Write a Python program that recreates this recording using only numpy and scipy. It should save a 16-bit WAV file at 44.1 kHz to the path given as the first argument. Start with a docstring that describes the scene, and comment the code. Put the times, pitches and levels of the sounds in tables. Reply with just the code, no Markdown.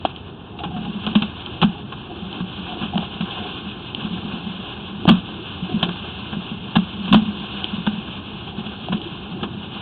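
"""An inspection cable is hauled out of a drain and wound into its hollow drum: hiss and scrape are shaped noise.
Slaps and rubs on the cage are bursts of chattering noise; drags are resonant noise; single contacts are decaying sines.
Thuds and rolling ring two drum modes near 200 Hz, over steady room noise; a narrow treble band flickers.
A narrow-band microphone in a small case colours everything and overloads on the hardest blows."""
import sys
import numpy as np
from scipy.fft import rfft, irfft, next_fast_len
from scipy.io import wavfile
from scipy.ndimage import map_coordinates

SR = 44100
rng = np.random.default_rng(int(sys.argv[2]) if len(sys.argv) > 2 else 0)


def master_out(mix):
    """Clip the mix to full scale and print it as 16-bit PCM to the path in sys.argv[1]."""
    frames = np.transpose(np.atleast_2d(mix))
    ceiling = np.clip(frames, -1, 1)
    pcm = np.round(ceiling * 32767).astype(np.int16)
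    wavfile.write(sys.argv[1], SR, pcm)


N = 432621  # samples

# Steady background spectrum: (frequency [Hz], relative density [dB per Hz])
ROOM_SPECTRUM = [(12, -50.5), (20, -30), (83, 1), (204, -3), (267, -6), (406, -8), (551, -21), (822, -15),
                 (1510, -26), (1900, -31), (2470, -64), (4180, -120)]
# Treble passband of the case: (frequency [Hz], relative density [dB per Hz])
TREBLE_SPECTRUM = [(1120, -48.5), (1900, -24), (1980, -21.5), (2090, -9), (2260, -14.5), (2580, -2),
                   (2740, 0.5), (3160, 0.5), (3590, -2.5), (4010, -16), (4450, -44.5), (5780, -61),
                   (9790, -120)]
# Antiresonance of the case: (frequency [Hz], width [Hz])
CASE_NOTCH = (1989, 318)
# Drum modes, lower and upper: (frequency [Hz], width [Hz])
DRUM_MODES = [(181, 24), (211, 21.5)]
# Ring of a thud in the lower and upper drum mode: (t60 [s])
THUD_T60_S = [0.16, 0.11]
# Thuds on the drum: (time [s], strength [dB], share of the lower mode [0-1])
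THUDS_ON_DRUM = [(.66, -16.5, 0.76), (.695, -18, 0.74), (.734, -14, 0.8), (.765, -11, .4), (.79, -12, 0.35),
                 (.84, -16, .3), (0.879, -11.5, 0.15), (.953, -17, 0.2), (1.073, -9, 0.37),
                 (1.114, -14.5, 0.03), (1.159, 3, 0.02), (1.222, -5.5, 0.32), (1.625, -2, 0.75),
                 (1.644, 3, 0.25), (1.678, -7.5, 0.47), (2.408, -7.5, 0.5), (2.424, -18, 0.5),
                 (2.813, -15, 0), (2.834, -7.5, 0.23), (2.945, -10, 0.45), (2.958, -9, 0.07),
                 (2.991, -9, 0.47), (3.209, -7, .4), (3.98, -15, 0.26), (4.027, -16.5, .4),
                 (4.051, -9, 0.32), (4.112, -12.5, .4), (4.25, -9.5, 0.26), (4.338, -10, 0.4),
                 (4.47, -16, .2), (4.994, -20, 0), (5.08, 6, 0.58), (5.107, 7.5, 0.1), (5.119, -0.5, .4),
                 (5.138, -4, 0.1), (5.168, -8.5, 0.4), (5.627, -10.5, 0.71), (5.744, -2, .3),
                 (5.831, -3, 0.5), (5.888, -8, .6), (6.332, -15, 0.1), (6.37, -8, 0.43), (6.518, -12, 0.34),
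                 (6.768, 5.5, 0.39), (7.012, -17, 0), (7.089, -9, 0.27), (7.117, 1, 0.24),
                 (7.133, 8.5, 0.22), (7.153, 3.5, 0.04), (7.175, 1, .1), (7.193, -10, 0.24),
                 (7.222, -5.5, .2), (7.262, -11.5, 0.12), (7.734, -12.5, 0.04), (7.784, -10.5, 0.5),
                 (7.874, -3.5, 0), (7.936, -11, 0.25), (7.982, -14.5, 0), (8.585, -11, .3),
                 (8.665, -13, 0.32), (8.901, -11, .8), (8.928, -5, 0.45), (8.947, -10, 0.34),
                 (9.318, -14.5, 0.66), (9.429, -9.5, 0.22)]
# Cable rolling in the drum: (time [s], boom level [dB])
ROLL_LEVEL = [(0.0, -56), (0.6, -48), (0.82, -32), (1.97, -48), (2.21, -36), (3.99, -40), (4.18, -33.5),
              (4.75, -40.5), (5.14, -35), (5.57, -46), (5.82, -33), (6.09, -40.5), (6.91, -38), (7.24, -29),
              (7.49, -37.5), (9.23, -43.5), (9.45, -34.5), (9.81, -36)]
# Cage resonances: (frequency [Hz], width [Hz], gain [dB])
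CAGE_MODES = [(320, 85, -2), (779, 115, -2.5), (1063, 133, -1.5), (1574, 295, -6.5)]
# Single clean contacts: (time [s], tick level [dB], knock level [dB], push level [dB])
CONTACTS = [(0.0508, -2.5, 2.5, -10.5), (0.162, -11, -39, -43), (1.0655, -2, -28, -36),
            (1.4616, -7, -32, -30), (2.3287, -9.5, -27, -35), (2.7277, -19, -20, -32),
            (2.7706, -21, -19, -25), (2.9562, -15, -12.5, -32), (2.9791, -0.5, -16, -20),
            (3.0274, -28, -14.5, -24), (3.9483, 0.5, -23, -19.5), (5.0536, -10.5, -6.5, -6),
            (5.0882, 2, -8, -11), (5.0915, 2.5, -5, -5), (5.8295, -1, -14, -14.5), (7.1435, 5, -3, -6.5),
            (7.643, 3.5, -24, -18), (8.8853, -14, -12, -24), (8.9779, -13.5, -27, -22),
            (9.0161, -11, -34, -23), (9.0743, -17, -38, -34)]
# Modes of a contact, in the order tick, knock, push: (frequency [Hz], t60 [s])
CONTACT_MODES = [(3107, 0.0052), (713, 0.015), (317, 0.025)]
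# Rattling slaps on the cage: (time [s], bright level [dB], woody level [dB], decay length [s])
CAGE_SLAPS = [(0.051, -17.5, -19.5, 0.0068), (.587, -33, -39, 0.016), (0.6344, -25.5, -23, 0.01),
              (0.762, -37, -32, 0.022), (0.847, -29.5, -37, 0.011), (1.0658, -17, -14.5, 0.0058),
              (1.152, -11.5, -14.5, .0066), (1.221, -15, -18, .006), (1.6153, -13, -15.5, 0.0099),
              (1.626, -18, -12.5, 0.0094), (1.919, -32.5, -30.5, 0.016), (2.402, -31, -27, 0.0061),
              (2.811, -33, -33, 0.039), (2.975, -21, -16.5, 0.0036), (3.2064, -19.5, -21, 0.0077),
              (5.067, -29, -25, .008), (5.0762, -15, -12.5, 0.0084), (5.0887, -8, -7, 0.0057),
              (5.098, -14, -14, 0.0064), (5.8266, -10, -14.5, 0.0066), (5.886, -25, -24, 0.0096),
              (6.326, -32.5, -29.5, 0.018), (6.7544, -12.5, -9.5, 0.0082), (7.076, -33, -36, 0.023),
              (7.1246, -10.5, -10.5, 0.0084), (7.141, -10, -8, .007), (7.865, -20.5, -14, 0.0058),
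              (8.664, -28, -38, .007), (8.921, -20, -18.5, 0.0089), (9.429, -26, -21.5, 0.012)]
# Drags over the cage: (start [s], length [s], hollow note level [dB], low note level [dB])
CAGE_DRAGS = [(0.51, 0.44, -43, -49.5), (1.1, 0.18, -43, -46), (1.4, 0.42, -49, -49),
              (2.086, 0.065, -40, -45), (2.095, 0.31, -50.5, -42.5), (2.62, 0.27, -42, -48),
              (2.92, 0.15, -38, -47), (3.196, 0.3, -45, -40), (4.11, 0.29, -49.5, -47),
              (5.246, 0.2, -57, -43), (5.675, 0.24, -43, -37.5), (7.078, 0.18, -42, -40),
              (8.505, 0.14, -45, -50), (8.86, 0.24, -52, -42.5), (9.336, 0.18, -49.5, -41.5)]
# How hard the cable slides: (time [s], guide hiss level [dB])
HAUL_LEVEL = [(0.0, -43.5), (0.38, -49.5), (0.6, -47.5), (1.01, -37.5), (1.17, -37), (1.94, -44),
              (2.68, -36), (3.17, -38.5), (3.41, -34), (3.79, -40.5), (4.34, -35.5), (4.92, -39.5),
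              (5.11, -39.5), (6.06, -36), (6.61, -39), (7.65, -35), (7.87, -38), (8.91, -39), (9.48, -42),
              (9.81, -36)]

ROOM_DB = -36
HAUL_MID_DB = -39  # usual haul, at which the scrape and low note levels hold
SCRAPE_DB, SCRAPE_DB_PER_HAUL_DB = -42, 0.88
LOW_NOTE_DB, LOW_NOTE_DB_PER_HAUL_DB = -51.5, 0.8
FLICKER_RE_HAUL_DB = -28.5
DRAG_EDGE_S = 0.032
RUB_COUNT, RUB_LENGTH_S = 60, 0.015
RUB_RE_HISS_DB, RUB_SPREAD_DB = 0, 6  # spread is the full width
PREAMP_TOP, PREAMP_KNEE, OUTPUT_TOP = 0.697, 8, 0.712  # amplitude, exponent, amplitude
CHANNEL_HZ, TOP_HZ = 4580, 16000


def amp(db):
    """Gain of a level in dB."""
    return 10 ** (np.asarray(db) / 20)


def unit(x):
    """x at rms 1."""
    return x / np.sqrt(np.mean(x ** 2) + 1e-20)


def curves(rows):
    """One value per sample for each column after the time."""
    time_s, *columns = np.transpose(rows)
    return [np.interp(np.arange(N) / SR, time_s, column) for column in columns]


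def wobble(rate_hz):
    """Smooth random curve, rate_hz knots a second."""
    knots = rng.standard_normal(int(N * rate_hz / SR) + 4)
    return map_coordinates(knots, [np.arange(N) * rate_hz / SR])


def filtered(x, response):
    """x filtered by a complex response of frequency."""
    size = next_fast_len(N + SR // 2)
    spectrum = rfft(x, size) * response(np.fft.rfftfreq(size, 1 / SR))
    return irfft(spectrum, size)[:N]


def shape(points):
    """Response through (Hz, dB) points on a log-frequency axis."""
    point_hz, db = np.transpose(points)
    return lambda f: amp(np.interp(np.log(f + 1), np.log(point_hz + 1), db))


def resonance(f, hz, width_hz):
    """Causal resonance of peak gain 1."""
    return 1j * f * width_hz / (hz * hz - f * f + 1j * f * width_hz)


def noise(response):
    """Coloured noise of rms 1."""
    return unit(filtered(rng.standard_normal(N), response))


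def cage(f):
    """Cage resonances of alternating sign, rolled off steeply near 2 kHz."""
    body = sum((-1) ** k * amp(db) * resonance(f, hz, width_hz)
               for k, (hz, width_hz, db) in enumerate(CAGE_MODES))
    return body / (1 + (f / 1950) ** 12)


def haul_db():
    """The haul curve, in dB."""
    return curves(HAUL_LEVEL)[0]


def follows_haul(db, db_per_haul_db):
    """A level that rises and falls with the haul."""
    return db + db_per_haul_db * (haul_db() - HAUL_MID_DB)


def room():
    """Steady coloured background noise."""
    return amp(ROOM_DB) * noise(shape(ROOM_SPECTRUM))


def treble_flicker():
    """Narrow flickering noise near 4.15 kHz, its level tied to the haul curve."""
    flickering = amp(4.1 * wobble(70)) * noise(lambda f: resonance(f, 4152, 380) ** 3)
    return amp(haul_db() + FLICKER_RE_HAUL_DB) * flickering


def drum():
    """Thuds and rolling excite two close drum modes; each thud's rings beat."""
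    thuds = np.zeros(N + SR)
    t = np.arange(SR // 3) / SR
    rise = 1 - np.exp(-(t / 0.0066) ** 2)  # soft contact: the ring builds gradually
    lower, upper = (rise * amp(-60 * t / t60_s) * np.sin(2 * np.pi * hz * t)
                    for (hz, _), t60_s in zip(DRUM_MODES, THUD_T60_S))
    frame_rock = rise * amp(-27.5 - 60 * t / 0.11) * np.sin(2 * np.pi * 38 * t)
    for time_s, db, low_share in THUDS_ON_DRUM:
        low_share = np.clip(low_share, 0, 1)
        start = round((time_s - 0.005) * SR)  # the push begins before the ring is heard
        ring = low_share * lower + (1 - low_share) * upper
        thuds[start:][:len(t)] += amp(db) * (ring + frame_rock)

    def modes(f):
        return resonance(f, *DRUM_MODES[0]) - 1.2 * resonance(f, *DRUM_MODES[1])

    lumps = amp(curves(ROLL_LEVEL)[0] + 3.6 * wobble(25))
    return thuds[:N] + lumps * noise(modes)


def contacts():
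    """A single contact rings each mode once, as a decaying sine."""
    out = np.zeros(N + SR)
    t = np.arange(SR // 20) / SR
    rise = 1 - np.exp(-(t / 0.00062) ** 2)
    for time_s, *levels_db in CONTACTS:
        ring = sum(amp(db - 60 * t / t60_s) * np.sin(2 * np.pi * hz * t)
                   for db, (hz, t60_s) in zip(levels_db, CONTACT_MODES))
        out[round(time_s * SR):][:len(t)] += rise * ring
    return out[:N]


def rubs():
    """Faint slaps at chance moments, at levels scattered about the haul's."""
    draw = rng.random((RUB_COUNT, 3))
    times_s = draw[:, 0] * (N - 1) / SR
    hiss_db = haul_db()[(times_s * SR).astype(int), None]
    levels_db = hiss_db + RUB_RE_HISS_DB + RUB_SPREAD_DB * (draw[:, 1:] - 0.5)
    return [(time_s, *both_db, RUB_LENGTH_S) for time_s, both_db in zip(times_s, levels_db)]


def slaps():
    """Each slap is a burst of chatter that swells in milliseconds, then dies at its own rate."""
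    bright, woody = np.zeros(N + SR), np.zeros(N + SR)
    t = np.arange(SR // 8) / SR
    for time_s, bright_db, woody_db, length_s in CAGE_SLAPS + rubs():
        burst = (1 - np.exp(-t / 0.0033)) * np.exp(-(t / max(length_s, 0.002)) ** 1.32)
        burst += amp(-15.5 - 60 * t / 0.17) * (1 - np.exp(-t / 0.0067))  # short tail of the room
        start = round(time_s * SR)
        bright[start:][:len(t)] += amp(bright_db) * burst
        woody[start:][:len(t)] += amp(woody_db) * burst
    chatter = amp(2.2 * wobble(300))  # the contact breaks up into uneven impacts
    bright_part = bright[:N] * noise(shape(TREBLE_SPECTRUM))
    woody_part = woody[:N] * noise(cage)
    return chatter * (bright_part + woody_part)


def drags():
    """Dragging sounds a wavering hollow note and a low note in lumps; the low note also follows the haul."""
    t = np.arange(N) / SR
    hollow_level, low_level = sum(
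        amp(levels_db)[:, None] * np.clip(np.minimum(t - start_s, start_s + length_s - t) / DRAG_EDGE_S, 0, 1)
        for start_s, length_s, *levels_db in CAGE_DRAGS)
    turn = np.pi / 4 * (1 + np.tanh(0.59 * wobble(15)))  # crossfade angle between two close modes
    hollow = np.cos(turn) * noise(lambda f: resonance(f, 730, 45) ** 2)
    hollow += np.sin(turn) * noise(lambda f: resonance(f, 810, 45) ** 2)
    hollow_lumps = amp(2.5 * wobble(23) + 3.3 * wobble(70))
    low = noise(lambda f: resonance(f, 342, 110) ** 2)
    low_level = low_level + amp(follows_haul(LOW_NOTE_DB, LOW_NOTE_DB_PER_HAUL_DB))
    return hollow_level * hollow_lumps * hollow + low_level * amp(2.6 * wobble(14)) * low


def haul():
    """The sliding cable: a guide hiss and a duller cage scrape that share a slow flutter."""
    flutter_db = 1.5 * wobble(22)
    hiss_db = haul_db() + flutter_db + 1.0 * wobble(70)
    hiss = amp(hiss_db) * noise(shape(TREBLE_SPECTRUM))
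    scrape_db = follows_haul(SCRAPE_DB, SCRAPE_DB_PER_HAUL_DB) + flutter_db + 1.1 * wobble(40)
    return hiss + amp(scrape_db) * noise(cage)


def scene():
    """Room, treble flicker, drum, cage and cable summed to one channel."""
    cage_sounds = contacts() + slaps() + drags()
    return (room() + treble_flicker() + drum() + cage_sounds + haul())[None]


def soft_clip(x, top, knee):
    """Ceiling with a knee; a higher exponent is harder."""
    return x / (1 + np.abs(x / top) ** knee) ** (1 / knee)


def record(dry):
    """The case weakens one narrow band; the preamp overloads, a narrow channel follows, its overshoot is clipped."""
    cased = filtered(dry[0], lambda f: 1 - 0.9 * resonance(f, *CASE_NOTCH))
    overloaded = soft_clip(cased, PREAMP_TOP, PREAMP_KNEE)
    narrow = filtered(overloaded, lambda f: 1 / (1 + (f / CHANNEL_HZ) ** 70))
    clipped = np.clip(narrow, -OUTPUT_TOP, OUTPUT_TOP)
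    return filtered(clipped, lambda f: f < TOP_HZ)[None]


dry = scene()
out = record(dry)
master_out(out)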